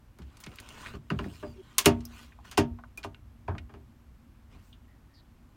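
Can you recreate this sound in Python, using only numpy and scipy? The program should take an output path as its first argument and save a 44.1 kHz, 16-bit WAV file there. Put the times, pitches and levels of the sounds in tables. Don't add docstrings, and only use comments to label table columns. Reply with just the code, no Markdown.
import sys
import numpy as np
from scipy import signal
from scipy.fft import rfft, irfft
from scipy.io import wavfile
from scipy.ndimage import uniform_filter1d

SR = 44100
rng = np.random.default_rng(int(sys.argv[2]) if len(sys.argv) > 2 else 0)


def persist_wave(psi):
    counts = np.round(np.clip(psi, -1, 1) * 32767).astype(np.int16)
    wavfile.write(sys.argv[1], SR, np.atleast_2d(counts).T)


N = 245195
BAND_LIMIT_HZ = 16200

# (frequency [Hz], relative spectral density [dB])
AIR_SPECTRUM = [(25, -17.5), (45, -1), (65, -6.5), (120, -8), (170, -16.5), (240, -12.5), (440, -29),
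                (1070, -29), (1900, -35), (4000, -43), (10000, -49), (12600, -48), (16000, -52)]
# (frequency [Hz], bandwidth per filter stage [Hz], relative level [dB])
HULL_MODES = [(60, 17, -4), (87.3, 20, -6), (235.9, 9, -12)]
# (time [s], relative level [dB])
RUMBLE_ENVELOPE = [(0.0, -66.5), (1.33, -53), (1.58, -62.5), (1.86, -58), (3.3, -54.5), (3.65, -47.5),
                   (3.87, -57.5), (5.56, -60.5)]
# (frequency [Hz], relative spectral density [dB])
CLOTH_SPECTRUM = [(200, -0.5), (700, -5.5), (1100, 0), (1900, -3), (3300, -3.5), (5000, -8), (8000, -12),
                  (11000, -18.5), (15000, -19)]
# (start [s], time of peak speed [s], end [s], peak level [dB], tilt [dB/octave])
SLIDES = [ (0.034, 0.46, 1.34, -59, -1.2), (0.418, 0.874, 1, -45.5, -1.5),
          (0.926, 0.952, 0.985, -45.5, -3.5), (0.967, 1.348, 1.65, -56.5, 1.6),
          (1.35, 1.713, 3, -59.5, -1.5), (1.839, 1.853, 1.88, -36.5, 1), (2.016, 2.191, 2.36, -53, 0.7),
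          (2.431, 2.452, 2.64, -55.5, 0), (4.48, 4.529, 4.72, -56.5, -3), (4.553, 4.67, 4.82, -68.5, 6), ]
# (time [s], duration [s], first pitch [Hz], last pitch [Hz], bandwidth [Hz], level [dB])
HINGE_SQUEAKS = [(1.431, 0.12, 4950, 4570, 200, -68.5), (1.517, 0.35, 3230, 3140, 300, -73),
                 (1.538, 0.086, 379, 368, 55, -49.5), (4.866, 0.099, 1928, 1880, 200.3, -72.5),
                 (5.078, 0.16, 1830, 1830, 60, -75), (5.128, 0.093, 5100, 3780, 920, -65.5)]
# (time [s], relative level [dB], centre frequency [Hz], nominal width [octaves], excitation T60 [s])
CLICKS_AND_RINGS = [ (0.2, -42.5, 66.5, 0.15, .2), (0.219, -63.5, 2450, 1.6, 0.067),
                    (0.37, -63, 4560, 1.8, 0.032), (0.403, -55.5, 5920, 9.2, 0.1),
                    (0.438, -51.5, 3240, 1.4, 0.038), (0.468, -52, 2640, 0.83, .03),
                    (0.517, -62, 2430, 0.74, 0.021), (0.558, -61, 5000, 3.1, 0.026),
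                    (0.586, -50, 2400, 1, 0.049), (0.601, -54.5, 3500, 3.3, 0.027),
                    (0.689, -55.5, 2450, 3.1, 0.02), (0.8612, -45, 1700, 0.96, 0.058),
                    (1.102, -44.5, 2745, 0.13, 0.0069), (1.104, -38.5, 1416, 0.67, .022),
                    (1.119, -30, 170, 0.94, 0.21), (1.19, -47, 2740, 0.31, 0.012),
                    (1.192, -42, 1210, 0.34, .03), (1.204, -37.5, 185, 0.55, 0.045),
                    (1.243, -53.5, 1350, 0.8, .02), (1.262, -38, 247, 0.66, 0.17),
                    (1.426, -41.5, 608, 0.045, 0.17), (1.7836, -36, 1007, 0.23, 0.14),
                    (1.786, -39, 2180, 0.089, 0.018), (1.786, -31, 10000, 1.9, 0.0024),
                    (1.788, -32.5, 3330, 0.54, 0.018), (1.861, -33.5, 1360, 0.19, 0.06),
                    (1.865, -30, 152, 0.27, .2), (1.8611, -25.5, 3000, 0.76, .018),
                    (2.006, -62, 2900, 2, 0.048), (2.053, -53, 5460, 0.27, .04),
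                    (2.053, -52, 12900, 0.5, 0.0094), (2.321, -62.5, 1980, 0.59, 0.05),
                    (2.389, -57.5, 885, 0.36, 0.085), (2.574, -37.5, 3000, 1.35, 0.043),
                    (2.578, -26.5, 854, 0.5, 0.027), (2.788, -54.5, 941, 0.78, 0.06),
                    (2.8375, -52.5, 1028, 0.75, .045), (2.976, -44.5, 2445, 0.048, .054),
                    (3.031, -53.5, 2950, 1.03, .047), (3.038, -47, 2190, 1.1, .039),
                    (3.047, -41, 815, 0.72, 0.048), (3.146, -57, 1964, 0.96, 0.019),
                    (3.484, -38, 763, .39, 0.025), (3.485, -29, 89, 0.18, 0.078),
                    (3.552, -52, 840, 0.92, 0.026), (3.582, -49, 2070, 1.16, .033),
                    (4.728, -61, 3252, .28, .083), ]
# (frequency [Hz], relative level [dB], T60 [s])
LOCKER_MODES = [(85.8, 4, .45), (92.96, 6.5, 0.28), (145.2, 5, 0.28), (237, 8, 0.48), (301.9, 15.5, 0.17),
                (366, 11, 0.13), (398, 18, 0.15), (469, -4.5, 0.13), (592, 6, 0.18), (666.7, 0.5, 0.21),
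                (696, 0, 0.21), (760, -1.5, 0.14), (921.7, -1.5, 0.25), (1019, 2.5, 0.053),
                (1102.5, -8, 0.2), (1201, -2.5, .14), (1485.5, 3, 0.034), (1895, -2.5, 0.099),
                (2181, -2, .08), (2437, 1, 0.049), (2580, -1, 0.099), (2762, 6, .08), (2866, 4, 0.08),
                (4350, -5, .08), (5410, 1.5, 0.058), (7000, -7, 0.06)]
# (frequency [Hz], T60 [s])
CRACK_DECAY = [(70, 0.09), (300, 0.3751), (1000, 0.1755), (3000, 0.1535), (12000, 0.07)]
# (frequency [Hz], T60 [s])
REVERB_DECAY = [(70, 0.67), (300, 0.057), (1000, 0.077), (2500, 0.16), (5000, 0.048), (12000, 0.02)]
# (frequency [Hz], relative level [dB])
REVERB_SPECTRUM = [(70, -11), (300, -15.5), (1000, -15.5), (2500, -16), (5000, -19.5), (12000, -19)]
WOOD_RESPONSE = { "top": [(55, -3.5), (90, -3.5), (150, 5), (380, 0), (500, -8.5), (800, -3), (1100, -0.5),
                 (1450, 0), (1950, -2.5), (2800, -4), (3900, -1.5), (7000, -2), (15000, 6)],
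                 "locker": [(55, -4), (90, -0.5), (150, 2), (190, -6), (400, -1.5), (490, -7), (720, -1.5),
                 (1300, 0), (1950, -3.5), (2800, -3), (3900, -5), (7000, -1.5), (9800, -2.5), (12500, 0.5),
                 (15500, -3.5)], }
# (time [s], part, relative level [dB],
# tilt about 1 kHz [dB/octave], contact corner [Hz], free ring [dB], sharpness [dB])
BLOWS = [ (0.187, "top", -61.5, -3.5, 11700, -15, 8.5), (0.464, "top", -57.5, -2.5, 8000, -25, 17.5),
         (0.937, "top", -59, -4.5, 4600, -7, 16), (1.101, "top", -44.5, -3, 4460, -14, -2.5),
         (1.189, "top", -46.5, -1.3, 3230, -5.5, 6.5), (1.242, "top", -55, -2.5, 3830, -17, 4.5),
         (1.426, "locker", -49, -.3, 1690, -1, -5), (1.7825, "locker", -44, 8.5, 5400, -2.5, 6),
         (1.858, "locker", -29.5, 1, 11400, 4, 7.5), (2.513, "locker", -55.5, 4.5, 4200, -26.5, 0),
         (2.5763, "locker", -33, -0.04, 7900, 1.5, -1), (2.975, "locker", -60, 1.5, 16000, -8.5, 5),
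         (3.044, "locker", -55.5, -1.1, 9000, 1, -1), (3.479, "locker", -42, -1.2, 1610, -13, -5),
         (3.548, "locker", -54.5, -1, 1250, -14, -3), (3.693, "locker", -61, -1, 2110, -17.5, 1.5),
         (3.739, "locker", -59, -2.5, 3400, -7, 12), ]
SNAP_PULSE = np.array([-.5, .49, 1, .53, -.5, -.5])


def amp(db):
    return 10 ** (np.asarray(db) / 20)


def unit(x):
    return x / np.sqrt(np.mean(x ** 2) + 1e-20)


def burst(x):
    return x / np.sqrt(np.sum(x ** 2) / (SR / 20) + 1e-20)


def value_at(points, hz):
    f, value = np.transpose(points)
    return np.interp(np.log(hz + 1), np.log(f + 1), value)


def add(mix, onset, sound):
    part = mix[max(round(onset * SR), 0):][:len(sound)]
    part += sound[:len(part)]


def decay(t, t60):
    return np.exp(-np.log(1000) * t / t60)


def colour(x, spectrum):
    gain = amp(value_at(spectrum, np.fft.rfftfreq(len(x), 1 / SR)))
    return unit(irfft(rfft(x) * gain, len(x)))


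def resonate(x, hz, width):
    return signal.lfilter(*signal.iirpeak(hz, hz / width, fs=SR), x)


def narrowband(hz, width):
    pole, count = np.exp(-np.pi * width / SR), len(hz) + SR
    noise = rng.standard_normal(count) + 1j * rng.standard_normal(count)
    wander = signal.lfilter([1], [1, -2 * pole, pole ** 2], noise)[SR:]
    return unit((wander * np.exp(2j * np.pi * np.cumsum(hz) / SR)).real)


def cabin_air(hush_db=-57, whine_hz=12570.0, whine_db=-89):
    whine = amp(whine_db) * narrowband(np.full(N, whine_hz), width=220)
    return whine + amp(hush_db) * colour(rng.standard_normal(N), AIR_SPECTRUM)


def hull_rumble(gain_db=1):
    boom = np.zeros(N)
    for hz, width, db in HULL_MODES:
        mode = resonate(rng.standard_normal(N), hz, width)
        boom += amp(db) * unit(resonate(mode, hz, width))
    envelope_db = np.interp(np.arange(N) / SR, *np.transpose(RUMBLE_ENVELOPE))
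    return amp(gain_db + envelope_db) * boom


def plywood(contact, ring_db=0):
    ring = sum(resonate(contact, hz, 2 / t60) for hz, _, t60 in LOCKER_MODES if 500 < hz < 3000)
    return contact + amp(ring_db) * ring


def slide(hiss, start, fastest, end, db, tilt_db):
    part = hiss[max(round(start * SR), 0):round(end * SR)]
    speed = np.interp(np.linspace(start, end, len(part)), [start, fastest, end], [0, 1, 0])
    tilt = [(hz, tilt_db * np.log2(hz)) for hz in (100, BAND_LIMIT_HZ)]
    return amp(db) * speed ** 2 * colour(part, tilt)


def sleeves(snags_per_s=900, snag_db=-3, patch_db=3, rustle_db=-81):
    snags = (rng.random(N) < snags_per_s / SR) * rng.standard_normal(N)
    t = np.arange(SR // 20) / SR
    wall_echoes = rng.standard_normal(len(t)) * decay(t, t60=.0067)
    scattered = unit(signal.oaconvolve(snags, wall_echoes)[:N])
    friction = colour(rng.standard_normal(N) + amp(snag_db) * scattered, CLOTH_SPECTRUM)
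    spectra = signal.stft(plywood(friction, ring_db=1), nperseg=512)[2]
    patches = rng.standard_normal(spectra.shape)
    for axis in (0, 1):
        patches = uniform_filter1d(patches, size=7, axis=axis)
    hiss = unit(signal.istft(spectra * amp(patch_db * unit(patches)), nperseg=512)[1][:N])
    out = amp(rustle_db) * hiss[::-1]
    for start, *motion in SLIDES:
        add(out, start, slide(hiss, start, *motion))
    return out


def hinge_squeaks():
    out = np.zeros(N)
    for onset, duration, first_hz, last_hz, width, db in HINGE_SQUEAKS:
        hz = np.linspace(first_hz, last_hz, int(duration * SR))
        add(out, onset, amp(db) * narrowband(hz, width) * signal.windows.tukey(len(hz), .5))
    return out


def clicks_and_rings(reverb_db=-18, reverb_t60=.098, impulse_db=11, gain_db=-2):
    out, t = np.zeros(N), np.arange(2 ** 14) / SR
    for onset, db, hz, octaves, t60 in CLICKS_AND_RINGS:
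        envelope = decay(t, t60) + amp(reverb_db) * decay(t, reverb_t60)
        drive = rng.standard_normal(len(t)) * envelope
        drive[0] += amp(impulse_db) * np.hypot(1, 2000 / hz) * np.hypot(1, .47 / octaves)
        edges = np.minimum(hz * 2 ** (octaves * np.array([-.6, .6])), [SR * .45, SR * .48])
        response = signal.sosfilt(signal.butter(2, edges, "band", fs=SR, output="sos"), drive)
        add(out, onset, amp(db + gain_db) * burst(plywood(response)))
    return out


def force_db(hz, db, tilt_db, corner_hz):
    return db + tilt_db * np.log2(hz / 1000) - 10 * np.log10(1 + (hz / corner_hz) ** 4.3)


def dense_modes(t, part, force, ring_db, sharpness_db, rise_s_at_1khz=.0008):
    out, noise = np.zeros(len(t)), rng.standard_normal(len(t))
    impulse = amp(16 + sharpness_db) * (t == 0)
    reverb_db = 9 + .55 * ring_db
    for hz in 62 * 2 ** (np.arange(17) / 2):
        band = signal.butter(3, [hz / 2 ** .25, hz * 2 ** .25], "band", fs=SR, output="sos")
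        swell = 1 - np.exp(-t / (rise_s_at_1khz * 1000 / hz))
        crack = decay(t, value_at(CRACK_DECAY, hz))
        reverb = amp(reverb_db + value_at(REVERB_SPECTRUM, hz)) * decay(t, value_at(REVERB_DECAY, hz))
        response = signal.sosfilt(band, impulse + noise * swell * (crack + reverb))
        band_db = force_db(hz, *force) + value_at(WOOD_RESPONSE[part], hz)
        out += amp(band_db) * burst(response) / np.sqrt(2)
    return out


def locker_ring(t, force, lag_s_at_1khz=.0015, rise_s_at_1khz=.0032):
    out = np.zeros(len(t))
    for hz, db, t60 in LOCKER_MODES:
        slowness = np.sqrt(1000 / hz)
        age = np.maximum(t - lag_s_at_1khz * slowness, 0)
        swell = 1 - np.exp(-age / (rise_s_at_1khz * slowness))
        out += amp(db + force_db(hz, *force)) * swell * decay(age, t60) * np.sin(2 * np.pi * hz * age)
    return out


def knocks(snap_db=19, snap_hz=11000):
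    out, t = np.zeros(N), np.arange(SR * 3 // 5) / SR
    for onset, part, *force, ring_db, sharpness_db in BLOWS:
        add(out, onset, amp(force_db(snap_hz, *force) + snap_db + sharpness_db) * SNAP_PULSE)
        add(out, onset, dense_modes(t, part, force, ring_db, sharpness_db))
        add(out, onset, amp(ring_db) * locker_ring(t, force))
    return out


def scene():
    background = cabin_air() + hull_rumble()
    return (background + sleeves() + hinge_squeaks() + clicks_and_rings() + knocks())[None]


def record(dry):
    lowpass = signal.firwin(511, BAND_LIMIT_HZ, window=("kaiser", 9), fs=SR)
    return signal.oaconvolve(dry, lowpass[None], "same")


dry = scene()
out = record(dry)
persist_wave(out)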